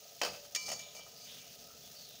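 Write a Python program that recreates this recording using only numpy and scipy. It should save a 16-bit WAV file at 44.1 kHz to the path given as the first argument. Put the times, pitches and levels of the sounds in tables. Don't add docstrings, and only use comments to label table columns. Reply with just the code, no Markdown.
import sys
import numpy as np
from scipy import signal
from scipy.fft import rfft, irfft
from scipy.io import wavfile

SR = 44100
rng = np.random.default_rng(int(sys.argv[2]) if len(sys.argv) > 2 else 0)


def file_out(sig):
    cols = np.atleast_2d(sig).T
    lim = np.clip(cols, -1, 1)
    pcm = np.round(lim * 32767).astype(np.int16)
    wavfile.write(sys.argv[1], SR, pcm)


N = 97020
T = np.arange(N) / SR
RING_T = T[:int(1.2 * SR)]


def undb(db):
    return 10 ** (np.asarray(db) / 20)


def level(x, db):
    return x * undb(db) / np.sqrt(np.mean(x ** 2) + 1e-30)


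def fader(points):
    return undb(np.interp(T, *np.array(points).T))


def decay(t60):
    return np.exp(-np.log(1000) * RING_T / t60)


def eq(x, points):
    hz, db = np.array(points, float).T
    f = np.maximum(np.fft.rfftfreq(2 * N, 1 / SR), 1)
    gain = undb(np.interp(np.log(f), np.log(hz), db))
    gain /= np.sqrt(1 + (.5 * hz[0] / f) ** 4)
    cepstrum = irfft(np.log(level(gain, 0)))
    cepstrum[1:N] *= 2
    cepstrum[N + 1:] = 0
    return irfft(rfft(x, 2 * N) * np.exp(rfft(cepstrum)))[:N]


def resonate(x, hz, width_hz):
    return signal.lfilter(*signal.iirpeak(hz, hz / width_hz, fs=SR), x)


def add(out, x, start):
    i = int(start * SR)
    out[i:i + len(x)] += x[:N - i]


def clicks(per_s, spread_db):
    impulses = (rng.random(N) < per_s / SR) * rng.choice([-1, 1], N)
    return impulses * undb(spread_db * np.minimum(rng.exponential(size=N), 4))


def crack(t60, tail_db, tail_t60):
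    return rng.standard_normal(len(RING_T)) * (decay(t60) + undb(tail_db) * decay(tail_t60))


def ring(modes):
    return sum(undb(db) * decay(t60) * np.sin(2 * np.pi * (hz * RING_T + rng.random()))
               for hz, db, t60 in modes)


# (time [s], level [dB])
BOIL_RIDE = [(0, 1), (.35, 4), (.52, 1), (.85, -1), (1.1, 1), (1.3, 2), (1.6, 2.5), (1.7, 1), (1.9, 2.5),
             (2.2, 1)]
# (frequency [Hz], gain [dB])
FIZZ_EQ = [(800, -11), (1100, -19), (1500, -11), (2200, -11.5), (2700, -4), (3500, -4), (4500, -1),
           (5500, 1), (6600, 0.5), (7300, -8), (8300, -11.5), (11000, -16), (13600, -10), (14900, -3),
           (15800, -2.5)]
POPS_PER_S = 4000


def fizz():
    pops = level(clicks(POPS_PER_S, spread_db=2.5), db=-62.5)
    hiss_envelope = signal.fftconvolve(np.abs(np.tile(pops, 2)), decay(t60=.021))[N:2 * N]
    hiss = level(rng.standard_normal(N) * hiss_envelope, db=-56)
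    return eq(pops + hiss, FIZZ_EQ) * fader(BOIL_RIDE)


# (frequency [Hz], gain [dB])
SPIT_EQ = [(5000, -8), (7500, -18), (10000, 1), (13600, -14.5), (14900, 7), (15800, 3)]


def spits():
    snaps = np.abs(clicks(per_s=330, spread_db=4))
    envelope = signal.fftconvolve(snaps, decay(t60=.0047))[:N]
    crackle = eq(envelope * rng.standard_normal(N), SPIT_EQ)
    return level(crackle, db=-64.5) * fader(BOIL_RIDE)


# (frequency [Hz], width per pass [Hz], gain [dB])
AIR_MODES = [(467.4, 106, -4), (597.5, 80, 3.5), (669.6, 104, 2), (1259, 66, -4.5)]


def bubbles():
    plops = clicks(per_s=250, spread_db=1)
    hollow = sum(undb(db) * resonate(resonate(plops, hz, width), hz, width)
                 for hz, width, db in AIR_MODES)
    return level(hollow, db=-65)


# (frequency [Hz], gain [dB])
LOW_END_EQ = [(25, -23), (60, -8.5), (100, -6), (150, -0.5), (240, -3), (330, -17), (450, 1), (900, -34.5)]
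# (time [s], level [dB])
LOW_END_RIDE = [(0, -75), (.24, -67), (.285, -57), (.42, -66.5), (.6, -71.5), (.71, -55.5), (.87, -69),
                (1.3, -65), (1.55, -66.5), (1.85, -64), (1.98, -68), (2.15, -66)]


def stove_and_room():
    noise = eq(rng.standard_normal(N), LOW_END_EQ)
    low_end = signal.sosfilt(signal.butter(2, 500, fs=SR, output="sos"), noise)
    return level(low_end, db=0) * fader(LOW_END_RIDE)


# (time [s], level [dB])
BOTTOM_HITS = [(.2153, -2), (.2333, -4.5), (.249, -5.5), (.262, -11), (.272, -20.5), (.279, -16),
               (.286, -24.5), (.333, -21), (0.348, -21.5), (.372, -31), (0.451, -30.5)]
# (frequency [Hz], gain [dB])
KNOCK_EQ = [(90, -36), (180, -23), (300, -8), (450, -6.5), (620, 3.5), (850, -3), (1060, -7.5),
            (1280, -2.5), (1600, -10.5), (2100, -7.5), (2550, -5), (3000, -6), (3600, -12.5), (4700, -2.5),
            (6700, -12.5), (7500, -18), (9000, -22), (13000, -31), (15500, -16)]
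# (frequency [Hz], level [dB], 60 dB decay time [s])
POT_MODES = [(495, -6.5, 0.55), (577.5, -2.5, 1), (631, -5, 0.74), (713, 2, 0.12), (850, 4, 0.22),
             (1214, -13, 0.45), (1527, 1.5, 0.15), (1610, -6.5, 0.18), (2590, 5.5, 0.2), (2900, -21, 0.14),
             (3073.7, 8.5, 0.12), (4890, -5, 0.54), (5522.6, 2, 0.13), (6696, 2, .16)]
KNOCK_DECAY = dict(t60=.037, tail_db=-12, tail_t60=.33)
KNOCK_GAIN_DB, POT_GAIN_DB = -25.5, -43.5


def knocks():
    attacks, rings = np.zeros((2, N))
    for start, db in BOTTOM_HITS:
        add(attacks, undb(db) * crack(**KNOCK_DECAY), start)
        add(rings, undb(db) * ring(POT_MODES), start)
    return undb(KNOCK_GAIN_DB) * eq(attacks, KNOCK_EQ) + undb(POT_GAIN_DB) * rings


# (frequency [Hz], gain [dB])
TICK_EQ = [(5000, -14), (7500, 9.5), (10000, 5), (13600, -2), (15300, 7.5)]
TICK_GAIN_DB, TICK_DB_PER_HIT_DB = -37, .7


def ticks():
    out = np.zeros(N)
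    for start, db, *_ in BOTTOM_HITS + WALL_HITS:
        tick = rng.standard_normal(len(RING_T)) * decay(t60=.025)
        add(out, undb(db * TICK_DB_PER_HIT_DB) * tick, start)
    return undb(TICK_GAIN_DB) * eq(out, TICK_EQ)


# (time [s], clang level [dB], thud level [dB])
WALL_HITS = [(0.549, 4, -25), (.552, -2.5, -34), (0.559, 1.5, -21.5), (.682, -9.5, -10.5), (.689, -6, -11),
             (.700, -8.5, -17.5), (0.716, -3, -11.5), (.726, -23, -9.5), (.732, -8.5, -32),
             (.760, -20, -36), (0.793, -11.5, -25), (.949, -18, -19.5), (0.965, -19, -26),
             (.993, -21, -18.5), (1.064, -23, -21.5)]
# (frequency [Hz], gain [dB])
TAP_EQ = [(600, -15), (950, -35), (1250, -11), (1600, -21), (1900, -2.5), (2350, -17), (2600, -7.5),
          (3100, -4.5), (3900, -8), (4600, -4.5), (5400, 0.5), (6000, -2), (6650, 7), (7200, -24),
          (8200, -10.5), (8700, -21.5), (11500, -33), (15500, -22)]
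# (frequency [Hz], level [dB], 60 dB decay time [s])
STEEL_MODES = [(1025, -17, 1.35), (1235, -17.5, 0.87), (2030, -17.5, 0.37), (2338, 3.5, 0.39),
               (2355, -25, 0.71), (2944.7, -6, 0.59), (4540, -1, 0.2), (4610, -2, 0.6), (5260, -6, 0.2),
               (5360, 0.5, 0.33), (5770, -5.5, 0.41), (6303, -9.5, 0.61), (6260, -6, 0.15),
               (6767, 5.5, 0.092), (6721, -11.5, 1.1), (7330, -7.5, 0.31), (8770, -12, 0.28)]
TAP_GAIN_DB, STEEL_GAIN_DB, THUD_GAIN_DB = -33, -44.5, -28
CHOKE_S = .01


def taps():
    attacks, rings, thuds = np.zeros((3, N))
    gaps = np.diff([hit[0] for hit in WALL_HITS], append=np.inf)
    for (start, clang_db, thud_db), gap in zip(WALL_HITS, gaps):
        add(attacks, undb(clang_db) * crack(t60=.052, tail_db=-21.5, tail_t60=.56), start)
        add(rings, (gap > CHOKE_S) * undb(clang_db) * ring(STEEL_MODES), start)
        add(thuds, undb(thud_db) * crack(**KNOCK_DECAY), start)
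    clangs = undb(TAP_GAIN_DB) * eq(attacks, TAP_EQ) + undb(STEEL_GAIN_DB) * rings
    thuds = resonate(eq(thuds, KNOCK_EQ), hz=740, width_hz=700)
    return clangs + undb(THUD_GAIN_DB) * thuds


# (start [s], length [s], level [dB])
SCRAPE_STROKES = [(0.591, 0.078, -46.5), (0.659, 0.089, -48), (0.744, 0.073, -50.5), (0.939, 0.052, -51.5),
                  (1.198, 0.072, -56), (1.379, 0.045, -57.5)]
# (frequency [Hz], gain [dB])
SCRAPE_EQ = [(700, -34), (1000, -30), (1250, 0), (1600, -44), (2100, -30), (2340, -23), (2550, -22),
             (2950, -2.5), (3700, -15), (4600, 5.5), (5500, -0.5), (6600, 1), (7300, -7), (9600, -18.5),
             (13000, -20), (15500, -8.5)]
SCRAPE_FADE_S, SCRAPE_RING_DB = .005, -4.5


def scrapes():
    force = np.zeros(N)
    for start, length, db in SCRAPE_STROKES:
        inside_s = np.minimum(T - start, start + length - T)
        force += undb(db) * np.clip(inside_s / SCRAPE_FADE_S, 0, 1)
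    slips = force * level(clicks(per_s=900, spread_db=3), db=0)
    burst = crack(t60=.05, tail_db=-23, tail_t60=.2275)
    rasp = eq(burst, SCRAPE_EQ)[:len(RING_T)] / np.linalg.norm(burst)
    steel = ring(STEEL_MODES)
    steel *= undb(SCRAPE_RING_DB) / np.linalg.norm(steel)
    return signal.fftconvolve(slips, rasp + steel)[:N]


# (start [s],
# length [s], glide from [Hz], glide to [Hz], width [Hz], level [dB])
SWEEPS = [(0.775, 0.22, 3660, 3270, 700, -56), (1.006, 0.053, 3150, 3200, 199, -58),
          (1.152, 0.15, 4830, 4650, 348, -57), (1.256, 0.19, 3260, 3600, 710, -54),
          (1.35, 0.29, 2920, 2800, 607, -63), (1.667, 0.143, 1310, 1335, 29.6, -67),
          (1.807, 0.15, 3402, 3399, 200, -64), (1.949, 0.15, 4700, 4160, 200, -55),
          (2.044, 0.26, 3960, 3220, 500, -59.5)]


def swishes_and_tone():
    out = np.zeros(N)
    crackle = clicks(POPS_PER_S, spread_db=2.2)
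    for start, length, from_hz, to_hz, width_hz, db in SWEEPS:
        progress = T[T < length] / length
        glide_hz = from_hz + (to_hz - from_hz) * progress
        carrier = np.exp(2j * np.pi * np.cumsum(glide_hz) / SR)
        pops = np.roll(crackle, -int(start * SR))[:len(progress)]
        lowpass = signal.butter(1, width_hz / 2, fs=SR, output="sos")
        band = (signal.sosfilt(lowpass, pops / carrier) * carrier).real
        swell = np.sin(np.pi * progress ** .56)
        add(out, level(band, db) * swell, start)
    return out


def scene():
    spatula = knocks() + taps() + ticks() + scrapes()
    return (spatula + fizz() + spits() + swishes_and_tone() + bubbles() + stove_and_room())[None]


HIGH_CUT_HZ = 15600


def record(dry):
    return signal.sosfilt(signal.ellip(10, .2, 70, HIGH_CUT_HZ, fs=SR, output="sos"), dry)


dry = scene()
out = record(dry)
file_out(out)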